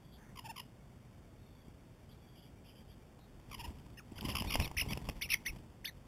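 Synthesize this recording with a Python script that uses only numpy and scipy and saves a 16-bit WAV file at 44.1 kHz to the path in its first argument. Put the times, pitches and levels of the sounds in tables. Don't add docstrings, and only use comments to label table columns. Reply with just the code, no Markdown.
import sys
import numpy as np
from scipy import signal
from scipy.fft import rfft, irfft
from scipy.io import wavfile

SR = 44100
rng = np.random.default_rng(int(sys.argv[2]) if len(sys.argv) > 2 else 0)


def persist_wave(psi):
    counts = np.round(np.clip(psi, -1, 1) * 32767).astype(np.int16)
    wavfile.write(sys.argv[1], SR, np.atleast_2d(counts).T)


N = 267687
TIME_S = np.arange(N) / SR
SAMPLER_HZ = 8000
CHIP_FALL = (1.2, 1, 0.825)


def amp(db):
    return 10 ** (np.asarray(db) / 20)


def unit(x):
    return x / np.sqrt(np.mean(x ** 2) + 1e-20)


def spectrum_db(points, hz):
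    points_hz, db = np.transpose(points)
    return np.interp(np.log(hz + 1), np.log(points_hz + 1), db)


def add(mix, start_s, sound):
    part = mix[round(start_s * SR):][:len(sound)]
    part += sound[:len(part)]


def noise(colour, size):
    hz = np.fft.rfftfreq(size, 1 / SR)
    shaped = rfft(rng.standard_normal(size)) * amp(spectrum_db(colour, hz))
    return unit(irfft(shaped * (hz < SAMPLER_HZ / 2), size))


def wobble(rate_hz, size):
    padded = size + SR // 10
    hz = np.fft.rfftfreq(padded, 1 / SR)
    return unit(irfft(rfft(rng.standard_normal(padded)) * np.exp(-(hz / rate_hz) ** 2)))[:size]


def glide(start_s, end_s, first_hz, middle_hz, last_hz):
    u = np.linspace(0, 1, max(round((end_s - start_s) * SR), SR // 500))
    return u, np.polyval(np.polyfit([0, .5, 1], [first_hz, middle_hz, last_hz], 2), u)


def phase_of(hz):
    return 2 * np.pi * np.cumsum(hz) / SR


def yard_echo(x, t60_s, delay_s=.008, echoes_per_s=2000):
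    t = TIME_S[:SR // 2]
    echoes = rng.standard_normal(len(t)) * (rng.random(len(t)) < echoes_per_s / SR)
    tail = echoes * amp(-60 * t / t60_s) * (t > delay_s)
    return signal.fftconvolve(x, tail / np.linalg.norm(tail))[:N]


def yard_rumble(level_db=-57):
    # freq_hz, relative_db
    colour = [(15, -29.5), (40, -1.5), (80, -2.5), (125, -0.5), (160, -5.5), (240, -7), (300, -12),
              (450, -15.5), (780, -19.5), (1200, -25.5), (2400, -30.5), (3500, -30.5), (3700, -30),
              (3900, -38.5)]
    return amp(level_db) * noise(colour, N)


def far_notes(waver_hz=75, warble_depth_hz=240, rise=0.0298):
    # start_s, end_s, first_hz, last_hz, source_db
    whistles = [(0, 0.134, 3270, 3370, -76.5), (1.339, 1.74, 3900, 3136, -76.5),
                (2.111, 2.531, 3470, 3146, -76), (3.178, 3.256, 3850, 3710, -73)]
    # start_s, end_s, pitch_hz, source_db
    warbles = [(0.113, 0.163, 3400, -65.5), (0.156, 0.299, 980, -69), (0.152, 0.338, 1840, -68),
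               (2.085, 2.125, 3300, -65), (2.35, 2.403, 3050, -65), (2.404, 2.474, 3050, -69),
               (2.634, 2.723, 3000, -64.5), (2.743, 2.804, 3090, -65), (2.87, 2.932, 3300, -69)]
    for start, end, first_hz, last_hz, db in whistles:
        yield start, end, first_hz, last_hz, waver_hz, db
    for start, end, hz, db in warbles:
        yield start, end, hz * (1 - rise), hz * (1 + rise), warble_depth_hz, db


def far_birds(warble_hz=220, series_db=-72, note_s=0.0464, bend=0.7, direct_db=-5, scatter_db=-3):
    # start_s, end_s, spacing_s, first_hz, last_hz
    series = (.805, 3.1, .1103, 2280, 2400)
    out = np.zeros(N)
    for start, end, first_hz, last_hz, depth_hz, db in far_notes():
        u, hz = glide(start, end, first_hz, (first_hz + last_hz) / 2, last_hz)
        phase = phase_of(hz + depth_hz * wobble(warble_hz, len(u)))
        add(out, start, amp(db) * np.sqrt(2) * np.sin(phase) * signal.windows.tukey(len(u), .5))
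    start, end, spacing_s, first_hz, last_hz = series
    for centre_s in np.arange(start, end, spacing_s):
        top_hz = np.interp(centre_s, [start, end], [first_hz, last_hz])
        u, hz = glide(0, note_s, bend * top_hz, top_hz, bend * top_hz)
        add(out, centre_s - note_s / 2, amp(series_db) * np.sin(np.pi * u) * np.sin(phase_of(hz)))
    return amp(direct_db) * out + amp(scatter_db) * yard_echo(out, t60_s=0.17)


def wing_flurries(stroke_hz=45, flutter_db=3, flick_hz=260, flick_db=2, falloff=1.26,
                  snaps_per_s=45, snap_size=1.05, snap_decay_s=.005):
    # nearest_s, half_width_s, air_db, rustle_db
    flurries = [(3.66, 0.13, -49.5, -62.5), (4.31, 0.07, -41, -49.5), (4.55, 0.082, -40, -49),
                (4.92, 0.09, -44.5, -53.5), (5.2, 0.26, -50.5, -62.5), (5.53, 0.043, -47.5, -64),
                (6.0, 0.21, -66.5, -74.5)]
    # freq_hz, relative_db
    air_colour = [(15, -16), (35, 6.5), (80, 2.5), (150, -2), (250, -6), (430, -15), (800, -48),
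                  (4000, -71)]
    # freq_hz, relative_db
    feather_colour = [(100, -8.5), (300, -8), (600, -1.5), (1000, 2.5), (1400, -14.5), (2000, -7),
                      (2900, -6.5), (3500, -7), (4000, -15)]
    nearest_s, half_width_s, air_db, rustle_db = np.transpose(flurries)[:, :, None]
    nearness = (1 + ((TIME_S - nearest_s) / half_width_s) ** 2 / 2) ** -falloff
    air_gain = np.linalg.norm(amp(air_db) * nearness, axis=0)
    rustle_gain = np.linalg.norm(amp(rustle_db) * nearness, axis=0)
    strokes, flicks = wobble(stroke_hz, N), wobble(flick_hz, N)
    impulses = 2 * rng.random(N) * (rng.random(N) < snaps_per_s / SR)
    snaps = signal.lfilter([snap_size], [1, -np.exp(-1 / (snap_decay_s * SR))], impulses)
    air = unit(noise(air_colour, N) * amp(flutter_db * strokes))
    flutter = amp(flutter_db * np.tanh(strokes) + flick_db * flicks)
    rustle = unit(noise(feather_colour, N) * flutter * (1 + snaps))
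    return air * air_gain + rustle * rustle_gain


def air_thumps(half_width_cycles=0.43):
    # centre_s, peak_db, pitch_hz
    thumps = [(1.684, -44, 235), (3.692, -41, 59.6), (3.709, -40.5, 203), (4.122, -38, 260),
              (4.253, -29, 234), (4.265, -39, 60.3), (4.3, -37, 226), (4.316, -43, 81), (4.414, -30.5, 178),
              (4.425, -33, 90), (4.603, -35, 102), (4.617, -34, 131), (4.777, -33.5, 62), (4.877, -35, 131),
              (4.924, -40, 110), (4.95, -39, 55.5), (5.502, -37, 40)]
    out, t = np.zeros(N), TIME_S[:SR // 5] - TIME_S[SR // 10]
    for centre_s, db, hz in thumps:
        envelope = np.exp(-.5 * (t * hz / half_width_cycles) ** 2)
        push = np.cos(2 * np.pi * (hz * t + rng.random())) * envelope
        add(out, centre_s + t[0], amp(db) * push)
    return out


def wing_claps(rise_s=0.00062, tail_db=-20, tail_s=0.0022, push_db=4, push_s=0.00087, bright_hz=1200):
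    # start_s, level_db, bright_db, decay_s
    strikes = [(3.189, -50, -9, 0.0054), (3.581, -50, 17, .003), (4.228, -37.5, -11, 0.0037),
               (4.286, -26.5, -1, 0.00089), (4.4215, -27, -5.5, 0.0039), (4.447, -31.5, -13, 0.0044),
               (4.555, -19.5, .5, 0.0023), (4.599, -24, 1.5, 0.0035), (4.609, -31, -6, 0.01),
               (4.623, -32, -5, 0.004), (4.645, -35.5, 6, 0.004), (4.667, -35, -8, 0.0053),
               (4.677, -36, 4, 0.002), (4.714, -38.5, -5, 0.0033), (4.742, -45, -12, 0.0029),
               (4.82, -36, 3.5, 0.0066), (4.863, -35, -9, 0.0022), (4.9088, -36.5, 11, 0.0023),
               (4.923, -33.5, -1, 0.0027), (4.974, -29.5, -1, 0.0019), (5.088, -27, -4.5, 0.0045),
               (5.097, -26.5, 11, .0013), (5.561, -47, -1, 0.0058)]
    # freq_hz, relative_db
    burst_colour = [(40, 15), (150, 7.5), (300, -0.5), (480, -4), (830, 3.5), (1050, -1.5), (1400, -20.5),
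                    (2000, -4), (2900, 0.5), (4000, -19)]
    out, t = np.zeros(N), TIME_S[:SR // 10]
    push = amp(push_db) * (1 - t / push_s) * np.exp(-t / push_s)
    for start, db, bright_db, decay_s in strikes:
        colour = [(hz, band_db + bright_db * (hz > bright_hz)) for hz, band_db in burst_colour]
        burst = noise(colour, len(t)) * (np.exp(-t / decay_s) + amp(tail_db) * np.exp(-t / tail_s))
        add(out, start, amp(db) * (1 - np.exp(-t / rise_s)) * (push + burst))
    return out


def stutter_notes(pitch_step=0.0454, lengthen=1.1, count=3, fall=(1.22, 0.96, 0.897)):
    # start_s, end_s, pitch_hz, level_db, step_db, overtones_db, roughness
    stutters = [(0.355, 0.401, 1100, -54, 4, 5.5, 0.48), (0.558, 0.61, 1081, -52, 1, 8, 0.49),
                (3.512, 3.555, 1137, -52.5, 2, 10, 0.42), (4.349, 4.395, 1172, -43.5, -2, 3.5, 0.85),
                (4.501, 4.554, 1186, -48.5, 2, 16.5, 0.57)]
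    for start, end, hz, db, step_db, overtones_db, rough in stutters:
        edges = start + (end - start) * np.linspace(0, 1, count + 1) ** lengthen
        for k in range(count):
            pitches = hz * (1 - pitch_step * (k - 1)) * np.array(fall)
            yield edges[k], edges[k + 1], *pitches, db + step_db * (k - 1), overtones_db, rough


def caw_notes(arch=(.73, 0.98, 0.61)):
    # start_s, end_s, pitch_hz, level_db, overtones_db, roughness
    caws = [(0.437, 0.484, 929, -50.5, 0, 0.61), (.483, 0.524, 943, -47, 0, 0.13),
            (3.584, 3.626, 987, -50, 2, 0.71), (3.632, 3.668, 988, -48.5, 2, 0.44),
            (4.243, 4.27, 1069, -48.5, 9.5, 0.44), (4.288, 4.315, 1053, -47.5, 9, 0.58),
            (4.39, 4.418, 1044, -59, 18, 0.7)]
    for start, end, hz, db, overtones_db, rough in caws:
        yield start, end, *hz * np.array(arch), db, overtones_db, rough


def chatter(jitter=.05, jitter_hz=520, rasp=1.4, rasp_hz=2850, rasp_width_hz=550):
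    # freq_hz, gain_db
    throat = [(1500, -8.5), (2000, -14.5), (2400, -6), (3000, -3), (3400, -15.5), (4000, -18.5),
              (6000, -24)]
    out = np.zeros(N)
    for start, end, *pitches, db, overtones_db, rough in (*stutter_notes(), *caw_notes()):
        u, hz = glide(start, end, *pitches)
        effort = abs(np.sin(np.pi * u))
        phase = phase_of(hz * (1 + jitter * rough * wobble(jitter_hz, len(u))))
        overtones = sum(amp(spectrum_db(throat, k * hz)) * np.sin(k * phase) for k in range(2, 6))
        resonance = np.sin(2 * np.pi * rasp_hz * TIME_S[:len(u)])
        hiss = rasp * rough ** 2 * wobble(rasp_width_hz, len(u)) * resonance
        note = np.sin(phase) + amp(overtones_db) * np.sqrt(effort) * (overtones + hiss)
        add(out, start, amp(db) * np.sqrt(2) * note * effort)
    return out


def mew_notes(swell_db=5, rough=.15, arch=(.85, 0.99, .76)):
    # start_s, end_s, pitch_hz, level_db, upper_db
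    mews = [(3.971, 4, 1890, -58, 2), (4.153, 4.197, 2190, -66, 4.5), (4.469, 4.517, 2510, -52, 0.5),
            (4.613, 4.666, 2625, -47.5, -1), (4.882, 4.935, 2310, -52, 0.5)]
    for start, end, hz, db, upper_db in mews:
        yield start, end, *hz * np.array(arch), db, swell_db, upper_db, rough


def falling_notes(swell_db=-3, upper_db=-22, rough=0.18):
    # start_s, end_s, pitch_hz, level_db
    falls = [(3.995, 4.013, 1345, -59.5), (4.18, 4.187, 2850, -47.5), (4.188, 4.194, 1470, -51.5),
             (4.209, 4.213, 3000, -42), (4.313, 4.329, 3010, -46.5), (4.932, 4.936, 2620, -35.5)]
    for start, end, hz, db in falls:
        yield start, end, *hz * np.array(CHIP_FALL), db, swell_db, upper_db, rough


def squeal_notes(lead_s=0.012, lead_swell_db=6, sweep_swell_db=-5, tail_swell_db=-9,
                 rough=0.39, count=3, rise=(0.82, .88, 1.3)):
    # start_s, end_s, pitch_hz, step_hz, level_db, step_db,
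    # last_swell_db, upper_db, lead_db, tail_db
    squeals = [(4.779, 4.826, 2490, 172, -34.5, -0.5, -15, -15, -38, -59),
               (5.301, 5.346, 2468, -120, -32.5, 3, 13, -9, -48, -46)]
    for start, end, hz, step_hz, db, step_db, last_swell_db, upper_db, lead_db, tail_db in squeals:
        yield start - lead_s, start, *hz * np.array(rise), lead_db, lead_swell_db, upper_db, rough
        edges = np.linspace(start, end, count + 1)
        for k in range(count):
            pitches = (hz + step_hz * (k - 1)) * np.array(CHIP_FALL)
            swell_db = last_swell_db if k == count - 1 else sweep_swell_db
            yield edges[k], edges[k + 1], *pitches, db + step_db * (k - 1), swell_db, upper_db, rough
        tail_pitches = (hz + 2 * step_hz) * np.array(rise)
        yield end, end + lead_s, *tail_pitches, tail_db, tail_swell_db, upper_db, rough


def squeak_notes(sweep_s=.0195, lag_s=0.0086, overlap_s=0.002005, upper_db=-22, rough=0.29,
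                 sweep_swell_db=16, hold_swell_db=-8, tail_swell_db=-10,
                 climb=(0.653, .79, 0.816), sag=(1.02, 0.92, .75)):
    # start_s, length_s, after_jump_hz, share_before_jump,
    # sweep_db, hold_db, low_db, low_swell_db, tail_db
    calls = [(5.21, .059, 2850, 0.38, -41, -64, -39, 4, -45.5),
             (5.451, .057, 2718, 0.55, -46.5, -71, -37.5, -3, -45),
             (5.843, 0.059, 2200, .54, -41, -49, -53.5, 9, -48.5)]
    # start_hz, middle_hz, end_hz
    sweep_hz = (1540, 2850, 4200)
    # start_hz, middle_hz, end_hz
    hold_hz = (3300, 3750, 3850)
    for start, length_s, hz, share, sweep_db, hold_db, low_db, swell_db, tail_db in calls:
        jump, end = start + share * length_s, start + length_s
        yield start, start + sweep_s, *sweep_hz, sweep_db, sweep_swell_db, upper_db, rough
        yield start + sweep_s - overlap_s, end, *hold_hz, hold_db, hold_swell_db, upper_db, rough
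        yield start + lag_s, jump + overlap_s, *hz * np.array(climb), low_db, swell_db, upper_db, rough
        yield jump - overlap_s, end, *hz * np.array(sag), tail_db, tail_swell_db, upper_db, rough


def squeaks(jitter=0.13, jitter_hz=650, shimmer=0.09, sub_db=-27, octave_db=-22, taper=0.29):
    out = np.zeros(N)
    notes = (*mew_notes(), *falling_notes(), *squeal_notes(), *squeak_notes())
    for start, end, *pitches, db, swell_db, upper_db, rough in notes:
        u, hz = glide(start, end, *pitches)
        phase = phase_of(hz * (1 + jitter * rough * wobble(jitter_hz, len(u))))
        note = np.sin(phase) + amp(upper_db) * np.sin(1.5 * phase)
        note += amp(sub_db) * np.sin(phase / 2) + amp(octave_db) * np.sin(2 * phase)
        note *= 1 + shimmer * rough * wobble(jitter_hz, len(u))
        envelope = signal.windows.tukey(len(u), taper) * amp(db + swell_db * (u - .5))
        add(out, start, np.sqrt(2) * note * envelope)
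    return out


def scene(nasal_echo_db=-14, sharp_echo_db=-19):
    nasal, sharp = chatter(), squeaks() + wing_claps()
    echo = amp(nasal_echo_db) * yard_echo(nasal, t60_s=0.23)
    echo += amp(sharp_echo_db) * yard_echo(sharp, t60_s=0.15)
    mix = nasal + sharp + echo + far_birds() + air_thumps() + wing_flurries() + yard_rumble()
    return np.array([mix, mix])


def record(dry, hold_count=4, cutoff_hz=15800):
    slow = signal.resample_poly(dry, SAMPLER_HZ, SR, axis=1)
    held = np.repeat(slow, hold_count, axis=1)
    mirrored = signal.resample_poly(held, SR, SAMPLER_HZ * hold_count, axis=1)[:, :N]
    lowpass = signal.firwin(255, cutoff_hz, window=("kaiser", 8), fs=SR)
    return signal.oaconvolve(mirrored, lowpass[None], "same", axes=1)


dry = scene()
out = record(dry)
persist_wave(out)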